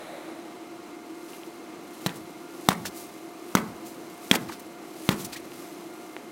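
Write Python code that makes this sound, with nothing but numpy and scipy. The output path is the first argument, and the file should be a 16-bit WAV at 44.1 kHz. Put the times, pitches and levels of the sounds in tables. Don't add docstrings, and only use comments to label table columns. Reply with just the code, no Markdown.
import sys
import numpy as np
from scipy import signal
from scipy.fft import rfft
from scipy.io import wavfile

SR = 44100
rng = np.random.default_rng(int(sys.argv[2]) if len(sys.argv) > 2 else 0)


def pcm_store(signal):
    levels = np.round(np.clip(np.atleast_2d(signal), -1, 1) * 32767)
    wavfile.write(sys.argv[1], SR, levels.astype(np.int16).T)


N = 278271
TIME = np.arange(N) / SR


def amp(db):
    return 10 ** (np.asarray(db) / 20)


def unit(x):
    return x / np.sqrt(np.mean(x ** 2) + 1e-20)


def curve_at(points, hz):
    point_hz, value = np.transpose(points)
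    return np.interp(np.log(hz + 1), np.log(point_hz), value)


def decay(t, t60):
    return np.exp(-np.log(1000) * t / t60)


def ring(t, hz, t60):
    return np.sin(2 * np.pi * hz * t) * decay(t, t60)


def add(mix, start_s, sound):
    part = mix[round(start_s * SR):][:len(sound)]
    part += sound[:len(part)]


def noise(gain, size=N):
    spectrum = rfft(rng.standard_normal(size)) * gain(np.fft.rfftfreq(size, 1 / SR))
    return unit(np.fft.irfft(spectrum, size))


def slow_noise(cutoff_hz, size):
    return noise(lambda hz: np.exp(-(hz / cutoff_hz) ** 2), size)


def drift(rate_hz):
    return noise(lambda hz: np.exp(-(hz / rate_hz) ** 2) * (hz > 0))


# frequency in Hz, relative level in dB.
RUSH_SPECTRUM = [(100, -17), (300, -28), (480, 0), (640, 5), (820, -3), (1300, -11), (2200, -8.5),
                 (2800, -21), (4000, -12.5), (4700, -31), (10000, -23.5), (16000, -35)]


def far_rush(level_db=-42.5, fade_s=0.43):
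    rush = noise(lambda hz: amp(curve_at(RUSH_SPECTRUM, hz)))
    return amp(level_db) * rush * np.exp(-(TIME / fade_s) ** 2)


# frequency in Hz, relative level in dB.
TURBULENCE_SPECTRUM = [(20, -12), (55, -25), (100, -14), (170, -2), (260, 4), (440, 0), (540, -2),
                       (900, -4.5), (1250, -7), (1650, -13), (2500, -13), (3500, -18.5), (8000, -23),
                       (15500, -36)]
# centre in Hz, width in Hz, steady rms level in dB.
HOUSING_MODES = [(333.7, 45, -45), (717, 10, -67.5), (1188, 76, -62), (1403, 9.1, -64.5), (2109, 62, -62.5),
                 (4080, 170, -69), (6200, 130, -72.5)]


def blower(roar_db=-46.0, blade_hz=706.6, blade_db=-52.0, waver=0.0017):
    turbulence = noise(lambda hz: amp(curve_at(TURBULENCE_SPECTRUM, hz)))
    roar = amp(roar_db + .5 * drift(7.9)) * turbulence
    drone = sum(amp(db) * noise(lambda hz: 1 / (1 + ((hz - centre) / (0.64 * width)) ** 2))
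                for centre, width, db in HOUSING_MODES)
    blade_gain = amp(blade_db + drift(5.9))
    blade_phase = 2 * np.pi * np.cumsum(blade_hz * (1 + waver * drift(9.6))) / SR
    opening_swell = np.interp(TIME, [0, .25], [.5, 1])
    return roar + blade_gain * np.sin(blade_phase) + drone * opening_swell


# frequency in Hz, time to decay by 60 dB in seconds.
GARDEN_DECAY = [(100, 1.76), (300, 0.8), (1000, 0.7), (3000, 0.2), (6000, 2), (14000, 4)]
# frequency in Hz, relative level in dB.
GARDEN_SPECTRUM = [(80, -8), (200, -15.5), (300, -3), (450, -7), (1000, 0), (2200, -4.5), (3500, -18),
                   (7000, -21), (15000, -16)]


def garden(sound, first_s=.012, fence_s=0.038, fence_db=-21, early_db=6, echoes_per_s=5000):
    t = np.arange(SR // 2) / SR
    scatter = rng.choice([-1., 1.], len(t)) * (rng.random(len(t)) < echoes_per_s / SR)
    hz, frame_s, bands = signal.stft(unit(scatter), SR, nperseg=256)
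    t60 = curve_at(GARDEN_DECAY, hz)[:, None]
    colour = amp(curve_at(GARDEN_SPECTRUM, hz))[:, None]
    energy_scale = np.sqrt(2 * np.log(1000) / (t60 * SR))
    bands = bands * decay(frame_s, t60) * colour * energy_scale
    tail = signal.istft(bands, SR, nperseg=256)[1][:len(t)]
    early_boost = amp(early_db * np.exp(-(t / 0.053) ** 2))
    response = tail * (1 - decay(t, 0.0029)) * early_boost
    fence_echo = signal.lfilter(*signal.butter(1, [400, 3000], "band", fs=SR), sound)
    out = np.zeros(N)
    add(out, first_s, signal.fftconvolve(sound, response)[:N])
    add(out, fence_s, amp(fence_db) * fence_echo)
    return out


# frequency in Hz, relative level in dB.
CLOTH_SPECTRUM = [(300, -15), (1500, -4), (4000, -2), (8000, -2.5), (12000, -2), (16000, -9)]
# moment of greatest speed in seconds, sleeve level in dB.
ARM_REACHES = [(1.3, -52.5), (3.06, -54), (3.92, -55.5), (5.58, -49.5), (6.02, -55.5)]


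def sleeve(rest_db=-62.5, gather_db_per_s=70, settle_db_per_s=34.5, lead_s=0.036):
    swings = [(start - lead_s, sleeve_db) for start, *_, sleeve_db, _ in BLOWS]
    power = amp(rest_db) ** 2
    for fastest_s, db in swings + ARM_REACHES:
        drop_db = np.maximum(gather_db_per_s * (fastest_s - TIME), settle_db_per_s * (TIME - fastest_s))
        power = power + amp(db - drop_db) ** 2
    cloth = noise(lambda hz: amp(curve_at(CLOTH_SPECTRUM, hz)))
    grain = amp(1.2 * drift(55) + 2.26 * drift(900))
    return cloth * np.sqrt(power) * grain


# start and length in seconds, first and last pitch in Hz,
# level in dB.
FINGER_SLIPS = [(2.715, 0.0076, 1420, 750, -32), (2.843, 0.019, 1290, 1750, -49),
                (4.338, 0.0078, 1160, 705, -29), (4.491, 0.014, 1446, 710, -37.5),
                (5.317, .022, 3620, 1980, -61), (5.352, .022, 1685, 2140, -43)]


def squeaks(jitter=0.13, overtone_db=-9):
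    out = np.zeros(N)
    for start, length, first_hz, last_hz, db in FINGER_SLIPS:
        glide_hz = np.geomspace(first_hz, last_hz, round(length * SR))
        slip_hz = glide_hz * (1 + jitter * slow_noise(900, len(glide_hz)))
        phase = 2 * np.pi * np.cumsum(slip_hz) / SR
        tone = np.sin(phase) + amp(overtone_db) * np.sin(2 * phase)
        add(out, start, amp(db) * unit(tone * signal.windows.cosine(len(tone))))
    return out


def stroke(length, peak_hz, catch_db=1.3, catch_hz=450, octaves=1.73, swell_share=0.24):
    size = round(length * SR)
    pressure = np.interp(np.linspace(0, 1, size), [0, swell_share, 1], [0, 1, 0])
    hiss = noise(lambda hz: (1 + (np.log2((hz + 1) / peak_hz) / octaves) ** 2) ** -1.2, size)
    catches = amp(catch_db * slow_noise(catch_hz, size))
    return unit(hiss * catches * pressure)


# start and length in seconds, level in dB, spectral peak in Hz.
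HAND_STROKES = [(2.151, 0.042, -50, 8000), (2.849, 0.046, -36.5, 3740), (2.931, 0.17, -47.5, 8000),
                (3.845, 0.092, -50.5, 8000), (4.348, 0.021, -30, 5100), (4.48, 0.043, -48, 1750),
                (4.511, 0.052, -46, 3250), (4.593, .021, -48.5, 9000), (5.177, 0.097, -44.5, 6030),
                (5.242, 0.029, -37.5, 7400), (5.322, 0.035, -40, 3300), (5.36, .029, -43, 2960)]


def slides(skid_lag_s=.012, skid_s=0.048, hiss_db=-10.5):
    out = np.zeros(N)
    for start, *_, skid_db in BLOWS:
        rub = stroke(skid_s, peak_hz=980, catch_db=4, catch_hz=220)
        hiss = amp(hiss_db) * stroke(skid_s, peak_hz=6500)
        add(out, start + skid_lag_s, amp(skid_db) * (rub + hiss))
    for start, length, db, peak_hz in HAND_STROKES:
        add(out, start, amp(db) * stroke(length, peak_hz))
    return out


# start in seconds, level before filtering
# in dB, pitch in Hz, time to decay by 60 dB in seconds.
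LIGHT_CONTACTS = [(1.3342, -30, 2800, .004), (1.4342, -31, 3000, .003), (2.0935, -24, 3500, .004),
                  (2.7178, -21, 1400, .008), (2.854, -23, 1700, .01), (3.5708, -16, 2100, .01),
                  (4.3565, -14, 3000, .005), (4.3575, -17, 380, .02), (4.5225, -26, 1400, .007),
                  (5.5190, -27, 2600, .002), (6.1658, -19.5, 2100, .002)]


def taps(grit_share=0.46, band_hz=(300, 4800), palm_lag_s=0.0051, palm_db=-12.5, palm_hz=1400):
    out, t = np.zeros(N), np.arange(SR // 20) / SR
    palms = [(start + palm_lag_s, thump_db + palm_db, palm_hz, .006) for start, thump_db, *_ in BLOWS]
    for start, db, hz, t60 in palms + LIGHT_CONTACTS:
        grit = noise(lambda f: 1 / (1 + (f / (0.67 * hz)) ** 2), len(t)) * decay(t, 2 * t60)
        add(out, start, amp(db) * (grit_share * grit - ring(t, hz, t60)))
    return signal.sosfilt(signal.butter(3, band_hz, "band", fs=SR, output="sos"), out)


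# first pitch in Hz, fall in octaves per second, relative level in dB.
WALL_WAVES = [(228.7, 1.9, 0.5), (247, 7.5, -1.5)]


def wobble(length=0.24, flutter_share=0.37, stagger_rad=1.0, flutter_hz=32, t60=0.65):
    t = np.arange(round(length * SR)) / SR
    waves = np.zeros(len(t))
    for first_hz, fall, db in WALL_WAVES:
        flutter = 1 + flutter_share * slow_noise(flutter_hz, len(t))
        stagger = stagger_rad * slow_noise(flutter_hz, len(t))
        cycles = rng.uniform(1.0, 1.04) * np.cumsum(first_hz * 2 ** (-fall * t)) / SR
        waves += amp(db) * flutter * np.sin(2 * np.pi * cycles + stagger)
    return unit(waves * np.sin(np.pi * t / length) * decay(t, t60))


def air_pockets(modes, t):
    return -sum((-1) ** k * amp(db) * ring(t, hz, t60) for k, (hz, db, t60) in enumerate(modes))


# frequency in Hz, relative level in dB.
SQUIRT_SPECTRUM = [(200, -78), (600, -39), (1300, -3.5), (2500, -2), (6000, -5.5), (11000, -9),
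                   (16000, -12)]


def air_squirt(t, rise_s=0.00072, t60=0.026):
    jet = noise(lambda hz: amp(curve_at(SQUIRT_SPECTRUM, hz)), len(t))
    return jet * decay(t, t60) * (1 - decay(t, rise_s))


# frequency in Hz, relative level in dB.
CRACK_SPECTRUM = [(40, -25), (200, -17), (600, 0.5), (1300, -4.5), (2200, -22), (4000, 9.5), (7000, -14),
                  (11000, -11), (16000, -4)]


def crack(t, snap_s=.00055, snap_share=0.27):
    hz = abs(np.fft.fftfreq(len(t), 1 / SR))
    log_gain = np.log(amp(curve_at(CRACK_SPECTRUM, hz)))
    minimum_phase = np.exp(np.conj(signal.hilbert(log_gain)))
    pulse = np.fft.ifft(minimum_phase).real
    contact = pulse / abs(pulse).max()
    snap = np.interp(t - snap_s, t, contact, left=0)
    return snap_share * snap - contact


def thump(t, hz, rise_s=0.0025, t60=.027):
    moved_air = ring(t, hz, t60) * (1 - decay(t, rise_s))
    return -np.gradient(moved_air) * SR / (2 * np.pi * hz)


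# start in seconds, thump level in dB,
# thump pitch in Hz, then levels in dB of crack, air squirt, garden send, wobble, sleeve and skid.
BLOWS = [(2.0622, -14, 157, -28, -21, -7, -52, -64, -61), (2.0685, -19, 174, -12, -31, 0, -53, -50.5, -52),
         (2.6874, -5.5, 180, -6, -12.5, -6, -41.5, -49.5, -35),
         (3.5517, -4.5, 199, -5.5, -14.5, -3, -40, -53, -38),
         (4.3128, -5, 218, -13, -14, -3, -42, -48.5, -31.5),
         (5.0902, -5.5, 162, -6.5, -20, -2.5, -43, -46, -36)]
# one blow's modes, each with pitch in Hz, level in dB,
# time to decay by 60 dB in seconds.
POCKET_MODES = [
    [(704, -22, 0.016), (1150, -19.5, 0.011), (4030, -20, 0.021)],
    [(950, -28, 0.0093), (3940, -37, 0.0046)],
    [(747, -6, 0.014), (1200, 0, 0.0053), (3570, -12.5, 0.011), (6030, -18, 0.012)],
    [(924, -14, 0.022), (1380, -6.5, 0.012), (3700, -14, 0.0058), (6060, -10, 0.0055)],
    [(1600, -11.5, 0.0082), (2330, -3.5, 0.0059), (3280, -1.5, 0.011), (3830, -7, 0.0055)],
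    [(1070, -13.5, .007), (2050, -14.5, 0.011), (3080, -3.5, 0.0027), (4130, -11, 0.0031)],
]


def slaps(pocket_share=0.24):
    direct, sent = np.zeros(N), np.zeros(N)
    t = np.arange(2048) / SR
    for blow, modes in zip(BLOWS, POCKET_MODES):
        start, thump_db, thump_hz, crack_db, squirt_db, send_db, wobble_db, _, _ = blow
        hit = amp(thump_db) * thump(t, thump_hz) + amp(crack_db) * crack(t)
        hit += amp(squirt_db) * air_squirt(t)
        pockets = air_pockets(modes, t)
        add(direct, start, hit + pockets)
        add(direct, start, amp(wobble_db) * wobble())
        add(sent, start, amp(send_db) * (hit + pocket_share * pockets))
    return direct, sent


def scene(touch_send_db=-18.0):
    direct, sent = slaps()
    touches = taps() + slides() + squeaks()
    reflections = garden(sent + amp(touch_send_db) * touches)
    return (direct + touches + reflections + sleeve() + blower() + far_rush())[None]


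def record(dry, low_cut_hz=55, band_limit_hz=16050):
    thinned = signal.lfilter(*signal.butter(1, low_cut_hz, "high", fs=SR), np.clip(dry, -1, 1))
    low_pass = signal.firwin(301, band_limit_hz, window=("kaiser", 8), fs=SR)
    return signal.oaconvolve(thinned, low_pass[None], "same")


dry = scene()
out = record(dry)
pcm_store(out)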